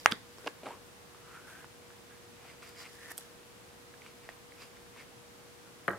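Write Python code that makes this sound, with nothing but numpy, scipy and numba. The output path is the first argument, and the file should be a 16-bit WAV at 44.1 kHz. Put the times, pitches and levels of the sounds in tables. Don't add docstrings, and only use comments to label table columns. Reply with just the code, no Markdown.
import sys
import numpy as np
from scipy import signal
from scipy.fft import rfft, irfft, next_fast_len
from scipy.io import wavfile
from numba import njit

SR = 44100
rng = np.random.default_rng(int(sys.argv[2]) if len(sys.argv) > 2 else 0)


def volts_from_decibels(level):
    exponent = np.asarray(level, float) / 20
    return 10 ** exponent


def wav_out(sig):
    wavfile.write(sys.argv[1], SR, np.round(np.clip(np.atleast_2d(sig).T, -1, 1) * 32767).astype(np.int16))


N = 263717

# pitch_hz, level_db
HUM_LINES = [(118.4, -76), (360.7, -74), (479.1, -63)]
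# pitch_hz, level_db
AIR_COLOUR = [(20, -49), (35, -20), (100, -11), (280, -12.5), (550, -15.5), (1100, -17.5), (1900, -20.5),
              (5000, -25.5), (10000, -29), (16000, -36)]
# pitch_hz, likeness (0 to 1)
AIR_LIKENESS = [(60, 0.42), (300, 0.14), (700, 0.12), (1400, 0.055), (3000, 0.016)]
# peak_s, rise_s per 10 dB, fall_s per 10 dB, cavity_db, skin_above_cavity_db
SQUEEZES = [
    (0.001, 4, 0, -54, 7),
    (.055, 0.3, 0, -65, 9),
    (.114, -0.02, -0.01, -48, 11),
    (.13, -0.1, 0.01, -48.5, 2.5),
    (.39, 0.1, 0.07, -67, 6),
    (.46, -0.03, -0.04, -55, 4),
    (.485, 0.1, 0.04, -58, 0.5),
    (.636, -0.02, 0.07, -55, -16),
    (.664, .015, .06, -48.5, -22),
]
STROKES = [(.726, 0.11, 0.026, -55, -11), (1.29, 0.11, 0.033, -60, -12), (1.36, .09, 0.069, -53.5, -11),
           (1.49, 0.045, 0.11, -55, -3), (1.61, 0.14, .05, -55, -8), (1.91, 0.0093, 0.054, -63, -6),
           (2.112, 0.022, 0.049, -61, -12), (2.508, .13, 0.038, -58.5, -8), (2.63, 0.011, 0.038, -55.5, -7),
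           (2.68, .04, .04, -59.5, 0.5), (2.81, 0.046, 0.04, -55.5, 3), (2.852, 0.085, 0.032, -53, -13),
           (2.95, 0.093, 0.045, -62, 5), (3.05, 0.07, 0.068, -53.5, -2), (3.11, 0.033, 0.015, -49, -2.5),
           (3.2, 0.014, 0.087, -61.5, 6), (4.068, 0.033, 0.059, -59.5, -8), (4.252, 0.032, .02, -60.5, -8),
           (4.296, 0.007, 0.032, -58.5, -9), (4.63, 0.052, 0.037, -55, -2.5), (4.768, .02, .015, -65, -6),
           (5.005, .045, 0.03, -53.5, -9), (5.668, 0.016, .03, -61, -11)]
# time_s, pitch_hz
CAVITY_PITCH = [(0, 2200), (.08, 1340), (.55, 1600), (.64, 724), (.76, 1070), (1.28, 1340), (1.6, 1595),
                (2.18, 1660), (2.36, 2270), (2.88, 2140), (2.92, 1730), (3.1, 1860), (3.3, 1650),
                (4.0, 2300), (4.33, 2130), (4.62, 2500), (5.03, 2100), (5.6, 1510)]
# pitch_hz, width_hz, level_db
SKIN_PEAKS = [(3300, 1900, 2.5), (7600, 3000, 0), (11100, 4900, -2)]
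# pitch_hz, width_hz, level_db
WALL_PEAKS = [(302, 127, 3), (520, 170, 1.5)]
# pitch_hz, width_hz, level_db
RIM_PEAKS = [(4840, 540, 2), (7620, 280, -10.5)]
# start_s, level_db, bend_db, bend_length_s
POP = [
    (.05983, 2.5, -6, .00065),
]
# pitch_hz, level_db, t60_s, pan_db
POP_MODES = [(1500, -2.5, 0.0035, -1.5), (850, -22, 0.017, -2), (1250, -27, 0.018, 5.5),
             (2600, -11, 0.0049, -6), (2770, -29.5, 0.0086, -20), (2000, -10, 0.0046, -6),
             (5800, -14, 0.0026, -4), (8300, -27.5, 0.0044, -14), (11800, -44, 0.0054, -7)]
# start_s, level_db, cavity_pitch_hz, crack_db
SEAM_KNOCKS = [(.068, -40, 1300, -55), (.073, -27, 1600, -55), (.1173, -24, 3030, -44),
               (.1192, -28, 1500, -33), (.1203, -32, 2600, -30), (.1216, -16, 3480, -39),
               (.1224, -20, 1570, -26), (.3846, -41.5, 1100, -44), (.4445, -33, 500, -58),
               (.4636, -27.5, 610, -55), (.4662, -30, 920, -58), (.4695, -27, 485, -54),
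               (.4722, -25, 2810, -47), (.4738, -22.5, 920, -35), (.4765, -23.5, 2730, -40),
               (.478, -27, 1640, -53), (.4798, -27.5, 413, -58), (.6335, -33.5, 610, -68),
               (.638, -38, 513, -64), (.657, -35, 520, -64), (.660, -34, 1430, -62), (.6645, -31, 684, -63),
               (.668, -30.5, 1330, -60), (.6872, -32, 820, -49), (.695, -51, 850, -62)]
SLIT_KNOCKS = [
    (.708, -35, 940, -60),
    (.7135, -38, 933, -64),
    (.734, -45.5, 1130, -71),
    (.741, -56, 1100, -68),
]
TOUCHES = [(.770, -45, 500, -66), (1.1472, -42, 1250, -64), (1.6442, -40, 1500, -62),
           (1.9045, -43.5, 1550, -63), (2.4512, -40.5, 780, -60), (2.5002, -44, 2320, -64),
           (2.5482, -49, 1050, -64), (2.6282, -42, 1500, -49), (2.7702, -51, 2250, -59),
           (3.0672, -57, 1880, -60), (3.1032, -43, 1810, -44), (3.1152, -43, 1500, -60),
           (3.1152, -35, 1790, -61), (3.1192, -42, 1860, -41), (3.1792, -39.5, 3300, -50),
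           (3.1872, -42, 774, -42), (3.9402, -43.5, 1680, -62.5), (4.0192, -44, 2370, -60),
           (4.0632, -40, 2300, -60), (4.2902, -32, 1890, -59), (4.5212, -45, 2230, -62),
           (4.6202, -45, 1140, -43), (4.7702, -48, 2100, -63), (4.9632, -43.5, 1140, -66)]
# start_s, level_db, pitch_hz, t60_s
PALM_THUMP = [
    (0.1218, -23.5, 227, 0.037),
]
# start_s, level_db, pitch_hz, pan_db
NAIL_TICKS = [(2.6314, -46, 10600, 0.5), (2.6444, -54, 7540, 0.0), (2.6903, -45, 8060, 8),
              (3.1033, -42, 10800, -2.5), (3.106, -44, 11200, -5), (3.1097, -36, 11200, -4),
              (3.1159, -34, 11200, -2.0), (3.1183, -34.5, 11000, -1.5), (3.172, -36, 11000, -0.5),
              (3.178, -24, 11100, -9), (3.1833, -31, 10900, 7), (3.1939, -41, 9500, -1.5),
              (3.1994, -44, 9860, 1.5), (4.2877, -47, 6650, 2.5), (5.877, -41.5, 8440, 11),
              (5.894, -43, 11000, 9), (5.9114, -43, 8230, 3), (5.9254, -48, 7120, 4)]
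# start_s, level_db, pan_db
LANDING = [
    (5.8808, -16.5, 6),
    (5.8881, -31.5, -24),
    (5.906, -31, -10),
    (5.9325, -38, 8),
]
# pitch_hz, level_db, t60_s
TABLE_MODES = [(102.5, -20, 0.12), (197, -15, 0.078), (343, -9, 0.052), (443, -9, 0.03), (560, -11, 0.045),
               (690, -13.5, 0.041), (860, -15, 0.059), (1005, -15, 0.039), (1240, -16, 0.041),
               (1330, 1.5, 0.02), (1470, 3, 0.011), (1580, 3.5, 0.017), (1786, 0, 0.019),
               (1860, -22, 0.022), (2950, -9.5, 0.013), (4100, -22, 0.013)]
# time_s, level_db
ROCKING = [
    (5.882, -80),
    (5.882, -32.5),
    (5.90, -37.5),
    (5.94, -41.5),
    (5.98, -55),
]
# pitch_hz, t60_s
ROOM_T60 = [(150, 0.36), (600, 0.25), (2000, 0.26), (6000, 0.26), (14000, 0.14)]


def at_hz(points, hz):
    table_hz, values = np.transpose(points)
    return np.interp(np.log(hz), np.log(table_hz), values)


def rms_one(x):
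    return x / np.sqrt(np.mean(x ** 2) + 1e-20)


def panned(x, pan_db):
    return np.array([volts_from_decibels(pan_db / 2) * x, volts_from_decibels(-pan_db / 2) * x])


def add(out, s, x):
    at = round(s * SR)
    out[:, at:at + x.shape[1]] += x[:, :N - at]


def filtered(x, order, hz, kind):
    return signal.sosfilt(signal.butter(order, hz, kind, fs=SR, output="sos"), x)


def ring(hz, t60, rise_s):
    t = np.arange(int(.15 * SR)) / SR
    decay = volts_from_decibels(-60 * t / max(t60, .001))
    return np.sin(2 * np.pi * hz * t) * decay * (1 - np.exp(-t / rise_s))


def background():
    hz = np.maximum(np.fft.rfftfreq(N, 1 / SR), 10)
    mid, side = rfft(rng.standard_normal((2, N))) * volts_from_decibels(at_hz(AIR_COLOUR, hz))
    alike = np.clip(at_hz(AIR_LIKENESS, hz), 0, 1)
    opposite = np.array([[1], [-1]])
    air = irfft(np.sqrt(1 + alike) * mid + np.sqrt(1 - alike) * side * opposite, N)
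    out = volts_from_decibels(-54.5) * rms_one(air)
    t = np.arange(N) / SR
    for line_hz, db in HUM_LINES:
        waver = rms_one(np.interp(t, np.linspace(0, t[-1], 60), rng.standard_normal(60)))
        hum = np.sin(2 * np.pi * line_hz * t + 0.15 * waver)
        out += panned(volts_from_decibels(db + 3.0 + 0.76 * waver) * hum, 0.75)
    return out


def stroke_gains(rows, shape):
    t, power = np.arange(N) / SR, np.zeros((2, N))
    for s, rise_s, fall_s, db, skin_db in rows:
        fade = np.maximum((s - t) / max(rise_s, .002), (t - s) / max(fall_s, .002))
        peak_db = db + np.array([[0], [skin_db]])
        power += volts_from_decibels(2 * (peak_db - 10 * np.minimum(fade ** shape, 8)))
    return np.sqrt(power)


def grains(per_s, spread_db):
    sizes = volts_from_decibels(spread_db * np.minimum(rng.exponential(1, N), 4)) * rng.choice([-1, 1], N)
    return sizes * (rng.random(N) < per_s / SR) + 1e-18


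def resonances(x, modes):
    out = 0
    for k, (hz, width_hz, db) in enumerate(modes):
        r = np.exp(-np.pi * width_hz / SR)
        feedback = [1, -2 * r * np.cos(2 * np.pi * hz / SR), r * r]
        out = out + (-1) ** k * volts_from_decibels(db) * signal.lfilter([1 - r * r, 0, r * r - 1], feedback, x)
    return rms_one(out)


@njit
def cavity(x, hz, r):
    y = np.zeros(len(x))
    for i in range(2, len(x)):
        push = np.sqrt(1 - r[i]) * (x[i] - x[i - 2])
        y[i] = push + 2 * r[i] * np.cos(2 * np.pi * hz[i]) * y[i - 1] - r[i] * r[i] * y[i - 2]
    return y


def rubbing():
    hz = np.interp(np.arange(N) / SR, *np.transpose(CAVITY_PITCH))
    hard, hard_skin = stroke_gains(SQUEEZES, 1.05)
    light, light_skin = stroke_gains(STROKES, 1.4)
    wall = hard + volts_from_decibels(-11) * light
    coarse = grains(2500, spread_db=4.0)
    fine, other = grains(6000, spread_db=4.5), grains(6000, spread_db=7.0)
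    opened = np.clip((hz - 1900) / 300, 0, 1)
    width_hz = 150 + 450 * opened
    narrow = rms_one(cavity(coarse, hz / SR, np.exp(-np.pi * width_hz / SR)))
    broad = resonances(fine, [(1100, 840, -1.5), (2500, 1800, -3.5)])
    hollow = 0.89 * narrow + (0.58 + 0.37 * opened) * broad
    low = (hard + light) * hollow + wall * resonances(coarse, WALL_PEAKS)
    hiss = np.array([resonances(fine + 0.5 * other, SKIN_PEAKS), resonances(fine - .55 * other, SKIN_PEAKS)])
    rim = (0.2 + 0.72 * opened) * resonances(fine, RIM_PEAKS)
    return panned(low, -.3) + (hard_skin + light_skin) * (0.92 * hiss + rim)


def pop():
    (s, pop_db, bend_db, bend_s), = POP
    out = np.zeros((2, N))
    t = np.arange(int(bend_s * SR)) / (bend_s * SR)
    bend = -volts_from_decibels(bend_db) * np.sin(np.pi * t ** 3.3) ** 0.59
    add(out, s - bend_s, panned(bend, .1))
    for hz, db, t60, pan_db in POP_MODES:
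        add(out, s, panned(volts_from_decibels(pop_db + db + 2) * ring(hz, t60, 4e-5), pan_db))
    return out


def taps():
    laws = [(SEAM_KNOCKS, (.011, .45)), (SLIT_KNOCKS, (0.045, .9)), (TOUCHES, (0.016, 0.092))]
    rows = [row + law for table, law in laws for row in table]
    out, luck = np.zeros((2, N)), rng.uniform(-1.09, 1, (len(rows), 3))
    for (s, db, hz, crack_db, ring_s, fall), (a, b, c) in zip(rows, luck):
        t60 = ring_s * (hz / 1000) ** -fall
        pan_db = -3 * np.log2(hz / 800)
        body = ring(hz, t60, 0.00008)
        body += volts_from_decibels(-13.0 + 7.5 * a) * ring(hz * (1.54 + 0.25 * b), min(0.78 * t60, .008), 1e-4)
        body -= volts_from_decibels(-2.5 + 6.6 * c) * ring(hz * (0.606 + 0.25 * a), min(t60, .01), 0.00016)
        body += volts_from_decibels(2.0) * ring(2160, 0.0013, 5e-5)
        crack = ring(5200 + 900 * c, 0.003, 6e-5) + 0.43 * ring(7800 + 900 * a, 0.0016, 6e-5)
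        tap = volts_from_decibels(db - 2.0) * np.sign(b) * body + volts_from_decibels(crack_db + 6.5) * crack
        add(out, s, panned(tap, pan_db))
    out = filtered(out + 1e-18, 2, 260, "high")
    for s, db, hz, t60 in PALM_THUMP:
        add(out, s, panned(-volts_from_decibels(db) * ring(hz, t60, 0.0014), .1))
    return out


def ticks():
    out, buzz = np.zeros((2, N)), rng.standard_normal((len(NAIL_TICKS), 300))
    buzz_decay = volts_from_decibels(-60 * np.arange(300) / SR / 0.015)
    for (s, db, hz, pan_db), noise in zip(NAIL_TICKS, buzz):
        tick = ring(hz, 0.0011, 6e-5)[:300] + volts_from_decibels(-11.5) * np.diff(noise, prepend=0) * buzz_decay
        add(out, s + .0009, panned(volts_from_decibels(db + 4) * tick, pan_db))
    return filtered(out + 1e-18, 4, [4500, 14000], "band")


def landing():
    out, luck = np.zeros((2, N)), rng.normal(0, 2.3, (len(LANDING), len(TABLE_MODES)))
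    modes = []
    for k, (hz, db, t60) in enumerate(TABLE_MODES):
        rise_s = 6e-4 if hz < 2500 else 6.5e-4
        modes.append(volts_from_decibels(db) * (-1) ** min(k, 8) * ring(hz, t60, rise_s))
    modes = np.array(modes)
    for (s, db, pan_db), spread_db in zip(LANDING, luck):
        add(out, s, panned(volts_from_decibels(db - 5.0) * volts_from_decibels(spread_db) @ modes, pan_db))
    s, db = np.transpose(ROCKING)
    rock_ring = volts_from_decibels([6] * 8 + [0] * 8) @ modes
    chatter = signal.fftconvolve(grains(2500, spread_db=2.5), rock_ring)[:N]
    chatter = rms_one(filtered(chatter, 6, 2100, "low"))
    rocking_db = np.interp(np.arange(N) / SR, s, db, left=-120)
    out += panned(volts_from_decibels(rocking_db) * chatter, .1)
    return filtered(out + 1e-18, 2, 75, "high")


def room(x):
    t, size = np.arange(int(.4 * SR)) / SR, next_fast_len(N + SR)
    echo, white = 0, rng.standard_normal((2, len(t)))
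    for hz in 125 * 2. ** np.arange(7):
        band = filtered(white, 2, [hz / 2 ** .5, hz * 2 ** .5], "band")
        echo = echo + band * volts_from_decibels(-60 * t / at_hz(ROOM_T60, hz))
    echo = echo * (1 - np.exp(-(t / 0.0015) ** 2))
    echo = echo / np.sqrt(np.sum(echo ** 2) / 2)
    return irfft(rfft(x.mean(axis=0), size) * rfft(echo, size), size)[:, :N]


def scene():
    quiet_room = background()
    near = rubbing() + pop() + taps() + ticks() + landing()
    return quiet_room + near + volts_from_decibels(-14.5) * room(near)


def band_limit(x):
    return signal.sosfilt(signal.butter(12, 16470, fs=SR, output="sos"), x)


def record(dry):
    clipped = np.clip(dry, -1, 1)
    low_pass = signal.butter(12, 15900, fs=SR, output="sos")
    return band_limit(signal.sosfiltfilt(low_pass, clipped))


dry = scene()
out = record(dry)
wav_out(out)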